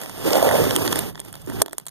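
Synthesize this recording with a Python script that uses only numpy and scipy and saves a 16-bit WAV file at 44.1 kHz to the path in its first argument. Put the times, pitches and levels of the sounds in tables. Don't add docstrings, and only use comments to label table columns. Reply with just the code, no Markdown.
import sys
import numpy as np
from scipy import signal
from scipy.fft import rfft, irfft
from scipy.io import wavfile

SR = 44100
rng = np.random.default_rng(int(sys.argv[2]) if len(sys.argv) > 2 else 0)


def wav_out(sig):
    wavfile.write(sys.argv[1], SR, np.round(np.clip(np.atleast_2d(sig).T, -1, 1) * 32767).astype(np.int16))


def volts(x):
    e = np.asarray(x, float) / 20
    return 10 ** e


N = 83790

# (time [s], shell level from its pressure [dB], grit level [dB], centre of the shell's ring [Hz])
HAND_DRAG = [(0, -44, -42, 465), (.12, -63, -47.5, 390), (.21, -36, -41, 328), (.27, -25.5, -32.5, 460),
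             (.36, -18, -30, 575), (.52, -22.5, -34, 632), (.6, -22.5, -32, 440), (.8, -27.5, -36, 338),
             (.97, -31.5, -36, 354), (1.09, -41, -43.5, 340), (1.14, -49, -61.5, 292),
             (1.3, -67, -53.5, 288), (1.41, -66, -57, 250), (1.466, -68, -56, 250),
             (1.474, -34, -48.5, 270), (1.605, -33.5, -43, 274), (1.63, -42.5, -66, 302),
             (1.9, -74.5, -66, 300)]
# (time [s], peak level [dB], ring [Hz])
STONE_LURCHES = [(0.252, -14, 380), (0.261, -10, 420), (0.315, -13, 650), (0.353, -4, 577),
                 (0.368, -4.5, 565), (0.423, -10, 640), (0.428, -5, 700), (0.467, -11, 575),
                 (0.489, -6.5, 637), (0.51, -13, 600), (0.626, -17.5, 415), (0.689, -31, 386),
                 (0.707, -32, 455), (1.474, -20.5, 348), (1.497, -23, 306), (1.514, -32, 258),
                 (1.543, -21.5, 356), (1.567, -26, 308), (1.586, -28, 403), (0.541, -26, 564),
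                 (0.959, -15, 335)]
# (frequency [Hz], level [dB])
GRIT_COLOUR = [(200, 26.5), (700, 18), (1600, 7), (2800, 8.5), (4200, -5.5), (7500, -0.5), (10500, -8),
               (16000, -26)]
# (frequency [Hz], width [Hz], level [dB])
GRIT_RESONANCES = [(3540, 550, 5.5), (5030, 1610, 11), (9200, 1350, 7.5), (11870, 2700, 17),
                   (14420, 2100, 23)]
# (time [s], peak level [dB], shell part [dB], bright part [dB])
HAND_CRACKS = [(0.015, -27.5, 1, 15.5), (0.0342, -26.5, 3.5, 12.5), (0.0595, -19.5, -6.5, 1),
               (0.0955, -29, 10, 14), (0.1125, -33, -8, 7), (0.137, -43, -10, 14), (0.3056, -9, -14, -17),
               (0.3318, -1.5, -26, -21), (0.3544, -10, 3, -12), (0.3708, -19, -12, -14),
               (0.4268, -11.5, 1.5, 6), (0.4414, -20, -9, 2), (0.4674, -22, -14, 9),
               (0.4894, -11.5, 6, 6.5), (0.5114, -16, 11, 9.5), (0.7082, -4.5, -5, -6),
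               (0.7547, -15, -4, 9), (0.7619, -3.5, -10, 6), (0.785, -25.5, 10, 10), (0.8768, -3, -1, -10),
               (0.9246, -13.5, -5, 10.5), (0.9274, -3, -2, -6), (0.9332, -29, -6, 9),
               (0.9574, -10.5, -4, 7), (0.973, -14.5, -2, -22), (0.9872, -21, -1, 12),
               (0.9903, -14, -10.5, 16.5)]
# (time [s], peak level [dB], shell part [dB], bright part [dB])
LOOSE_TICKS = [(1.1477, -27, 0, -12), (1.1546, -23, -1.5, -24), (1.1766, -27, 2, -20),
               (1.1943, -21.5, -5, -1), (1.2008, -24.5, -1.5, 15.5), (1.2144, -28.5, -0.5, -8),
               (1.2488, -35, 5.5, 14.5), (1.2805, -53, -12, 16), (1.291, -53, -8.5, -1),
               (1.308, -43, -2, 8), (1.3274, -28, 1, 12.5), (1.3398, -27.5, -1.5, 0),
               (1.3535, -26.5, -4, 7), (1.3657, -35, -1.5, 2), (1.4166, -39.5, 5, 14.5),
               (1.4622, -42.5, -16, 19), (1.4985, -26.5, 9.5, 8), (1.5202, -36, 15, 7),
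               (1.6604, -19, -7, 5), (1.6714, -52, -3.5, 5), (1.6812, -26, 6, 2), (1.6949, -33.5, -6, 3),
               (1.7304, -31, 10, 20.5), (1.7816, -31, 4, 26.5), (1.7982, -30, -4, 7), (1.8122, -45, 0, 13),
               (1.855, -40, -21, 10), (1.8658, -27, -1.5, 15), (1.8712, -33.5, -17, 17.5)]
# (time [s], peak level [dB], shell part [dB], bright part [dB])
LAST_BOUNCES = [
    (1.473, -45, 14, -4),
    (1.6168, -9.5, 6, 7),
    (1.6189, -9.5, 2.5, 21),
    (1.71, -36, -2, 3),
    (1.725, -39, -14, 11),
    (1.896, -55, -23, 6),
    (1.883, -42, -1, 28),
    (1.891, -46, -10, 24),
]
# (frequency [Hz], level [dB], time to fall 60 dB [s])
SHELL_MODES = [(420, -17, 0.06), (676, -10, 0.029), (963, -5, 0.0089), (1440, -6.5, 0.006),
               (1860, -3.5, 0.008), (2780, -14, 0.0029)]
# (frequency [Hz], level [dB], time to fall 60 dB [s])
STONE_MODES = [(3410, -2.5, 0.0063), (4360, -7, 0.0019), (5300, -1.5, 0.0023), (6800, -10.5, 0.0046)]
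# (frequency [Hz], level [dB], time to fall 60 dB [s])
BRIGHT_MODES = [(7860, -11.5, 0.0081), (9310, -2.5, 0.0026), (10900, -10, 0.0033), (12260, -3.5, 0.0011),
                (15100, -8, 0.0021), (16000, -20, 0.001)]
# (start [s], end [s], from [Hz], to [Hz], level [dB])
SKID_SQUEAK = (1.415, 1.465, 11800, 14200, -52)
# (time [s], level [dB])
BREEZE_LEVEL = [(0, -64), (.2, -48), (.45, -46.5), (.62, -34.5), (.8, -45), (1.0, -42), (1.15, -53.5),
                (1.4, -53), (1.5, -48.5), (1.6, -42), (1.66, -69), (1.9, -63)]
# (time [s], level [dB])
HUM_LEVEL = [(0, -63), (.15, -50), (.4, -51), (1.05, -43), (1.3, -58), (1.6, -30), (1.65, -68), (1.9, -77)]
# (frequency [Hz], level [dB])
LEFT_COLOUR = [(30, 2.5), (200, -.8), (1200, .8), (7000, -.2), (13000, 2.2)]
# (frequency [Hz], width [Hz])
SUM_NOTCHES = [(2500, 300), (5350, 210), (7850, 260), (10300, 250), (12900, 230)]


def rms_one(x):
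    return x / np.sqrt(np.mean(x ** 2) + 1e-20)


def in_time(rows):
    s, *columns = np.transpose(rows)
    return [np.interp(np.arange(N) / SR, s, c) for c in columns]


def at_hz(points, hz):
    table_hz, table_db = np.array(points).T
    return np.interp(np.log(hz), np.log(table_hz), table_db)


def drift(rate):
    r = np.exp(-40 * np.pi * rate / SR)
    noise = rng.standard_normal(N // 20 + 2002)
    slow = signal.lfilter([1], [1, -2 * r, r * r], noise)[2000:]
    return np.interp(np.arange(N) / 20, np.arange(len(slow)), rms_one(slow))


def ring(clicks, hz, t60):
    r = volts(-60 / (t60 * SR))
    w = 2 * np.pi * hz / SR
    return signal.lfilter([0, np.sin(w)], [1, -2 * r * np.cos(w), r * r], clicks + 1e-18)


def grains(per_s, spread_db):
    sizes = volts(spread_db * np.minimum(rng.exponential(1, N), 4.5))
    sizes = sizes * rng.choice([-1, 1], N)
    return sizes * (rng.random(N) < per_s / SR)


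def shell_rumble(level_db, centre_hz, clump):
    width_octaves, skirt_db, clump_db, ring_cycles = 0.36, -16, 1.7, 17
    slips = grains(2500, 0.94)
    dealt = rng.integers(0, 24, N)
    pitches = np.geomspace(120, 2200, 24)
    octaves_away = np.log2(pitches[:, None] / centre_hz)
    weights = np.exp(-0.5 * (octaves_away / width_octaves) ** 2) + volts(skirt_db)
    weights = weights / np.sqrt(np.mean(weights ** 2, axis=0))
    weights = weights * volts(level_db + clump_db * clump)
    out = 0
    for k, hz in enumerate(pitches):
        mine = slips * (dealt == k)
        t60 = ring_cycles / hz
        out = out + ring(mine * weights[k], hz, t60) / ring(mine, hz, t60).std()
    out = signal.sosfilt(signal.butter(4, 170, "high", fs=SR, output="sos"), out)
    return volts(3.5) * out / np.sqrt(24)


def lurches():
    rise_s, cycles = 0.0014, 12.4
    out = np.zeros(N + 4000)
    t = np.arange(4000) / SR
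    for s, db, hz in STONE_LURCHES:
        shape = (1 - np.exp(-t / rise_s)) * volts(-60 * t * hz / cycles)
        start = int(s * SR)
        out[start:start + len(t)] += volts(db + 5.5) * shape * np.sin(2 * np.pi * hz * t)
    return out[:N]


def grit(level_db, clump):
    grains_per_s, spread_db = 6000, 1.23
    own_db, own_from_hz = -4, 1800
    hz = np.fft.rfftfreq(N, 1 / SR) + 1
    resonances = sum(db / (1 + (2 * (hz - f) / w) ** 2) for f, w, db in GRIT_RESONANCES)
    colour = volts(at_hz(GRIT_COLOUR, hz) + resonances) * np.minimum(hz / 250, 1) ** 2
    common = grains(grains_per_s, spread_db)
    own = [grains(grains_per_s, spread_db) for port in (0, 1)]
    spectra = rfft(common) + volts(own_db) * rfft(own) * hz / np.hypot(hz, own_from_hz)
    clump_db = 1.39 + 1 * np.clip((-43 - level_db) / 10, 0, 1)
    return volts(10.5 + level_db + clump_db * clump) * rms_one(irfft(spectra * colour, N))


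def pebbles():
    contact_s, after_s, after_db = 0.0006, 0.004, -15
    shell_lag_s, soft_s = 0.001, 0.00008
    hit_db, luck_db = -3.5, 1.5
    hits = list(HAND_CRACKS) + list(LOOSE_TICKS) + list(LAST_BOUNCES)
    s, db, shell_db, bright_db = np.transpose(hits)
    span = np.arange(900)
    t = span / SR
    modes = [(m, shell_db, True) for m in SHELL_MODES]
    modes += [(m, 0, False) for m in STONE_MODES]
    modes += [(m, bright_db, False) for m in BRIGHT_MODES]
    luck = rng.standard_normal((len(s), len(modes)))

    swell = t / contact_s * np.exp(1 - t / contact_s)
    trickle = volts(after_db) * np.minimum(t / contact_s, 1) * np.exp(-t / after_s)
    rough = rng.standard_normal((len(s), len(span))) * (swell + trickle)
    rough = rough / np.sqrt(np.sum(rough ** 2, axis=1, keepdims=True))
    late = np.maximum(t - shell_lag_s, 0)
    soft = late * np.exp(-late / soft_s)
    soft = soft / soft.sum() + 0.69 * rough

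    at = (s * SR).astype(int)[:, None] + span
    out = 0
    for k, ((hz, mode_db, t60), part_db, in_shell) in enumerate(modes):
        push = np.zeros(N + len(span))
        contact = soft if in_shell else rough
        height = volts(db + part_db + mode_db + hit_db + luck_db * luck[:, k])
        np.add.at(push, at, contact * height[:, None])
        out = out + ring(push[:N], hz, t60)
    return signal.sosfilt(signal.butter(2, 280, "high", fs=SR, output="sos"), out)


def squeak():
    start, end, from_hz, to_hz, db = SKID_SQUEAK
    along = np.clip((np.arange(N) / SR - start) / (end - start), 0, 1)
    pitch_hz = from_hz + (to_hz - from_hz) * along + 60 * drift(150)
    phase = 2 * np.pi * np.cumsum(pitch_hz) / SR
    return volts(db) * np.sqrt(4 * along * (1 - along)) * np.sin(phase)


def breeze():
    level_db, = in_time(BREEZE_LEVEL)
    white = rng.standard_normal(N) + volts(2) * rng.standard_normal((2, N))
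    low = signal.sosfilt(signal.butter(3, [78, 186], "band", fs=SR, output="sos"), white)
    air = volts(9.5 + level_db - 1.5 * drift(8)) * rms_one(low)
    deep = signal.sosfilt(signal.butter(1, [20, 70], "band", fs=SR, output="sos"), white)
    far = volts(-53 + 0.67 * (level_db + 52)) * rms_one(deep)
    hum_db = 2 + drift(4.3) + in_time(HUM_LEVEL)[0]
    hum = volts(hum_db) * np.sin(2 * np.pi * np.cumsum(70 + drift(3.3)) / SR)
    return air + hum + far


def scene():
    shell_db, grit_db, centre_hz = in_time(HAND_DRAG)
    clump = drift(24.3)
    rumble = shell_rumble(shell_db, np.clip(centre_hz, 100, 2000), clump)
    near = rumble + lurches() + pebbles() + squeak()
    return near + grit(grit_db, clump + 0.5 * drift(80)) + breeze()


def band_limit(x):
    return signal.sosfilt(signal.butter(12, 16450, fs=SR, output="sos"), x)


def record(dry):
    late_s, left_db, limit = 17.3 / 44100, -3.8, 1.05
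    hz = np.fft.rfftfreq(N, 1 / SR) + 1e-3
    delay = np.exp(-2j * np.pi * hz * late_s)
    left = irfft(-volts(left_db + at_hz(LEFT_COLOUR, hz)) * delay * rfft(dry[0]), N)
    right = dry[1]

    hz, s, frames = signal.stft((left + right) / 2, SR, nperseg=1024)
    at = np.minimum(s * SR, N - 1).astype(int)
    power = np.sum(np.abs(frames[hz > 3000]) ** 2, axis=0) + 1e-12
    steady = np.minimum(1.8 * signal.medfilt(power, 9) / power + 1e-3, 1) ** 1.5
    for notch_hz, width_hz in SUM_NOTCHES:
        centre = notch_hz + 70 * drift(10)[at]
        width = steady * width_hz * volts(3.5 * drift(14)[at])
        apart = ((hz[:, None] - centre) / width) ** 8
        frames = frames * apart / (1 + apart)
    frames = frames / (1 + (hz[:, None] / 15000) ** 80)
    mid = signal.istft(frames, SR)[1][:N]

    side = (left - right) / 2
    both = np.clip(mid + side * np.array([[1], [-1]]), -limit, limit)
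    both = signal.sosfilt(signal.cheby2(10, 50, 15950 + 600, fs=SR, output="sos"), both)
    return band_limit(np.clip(both, -1, 1))


dry = scene()
out = record(dry)
wav_out(out)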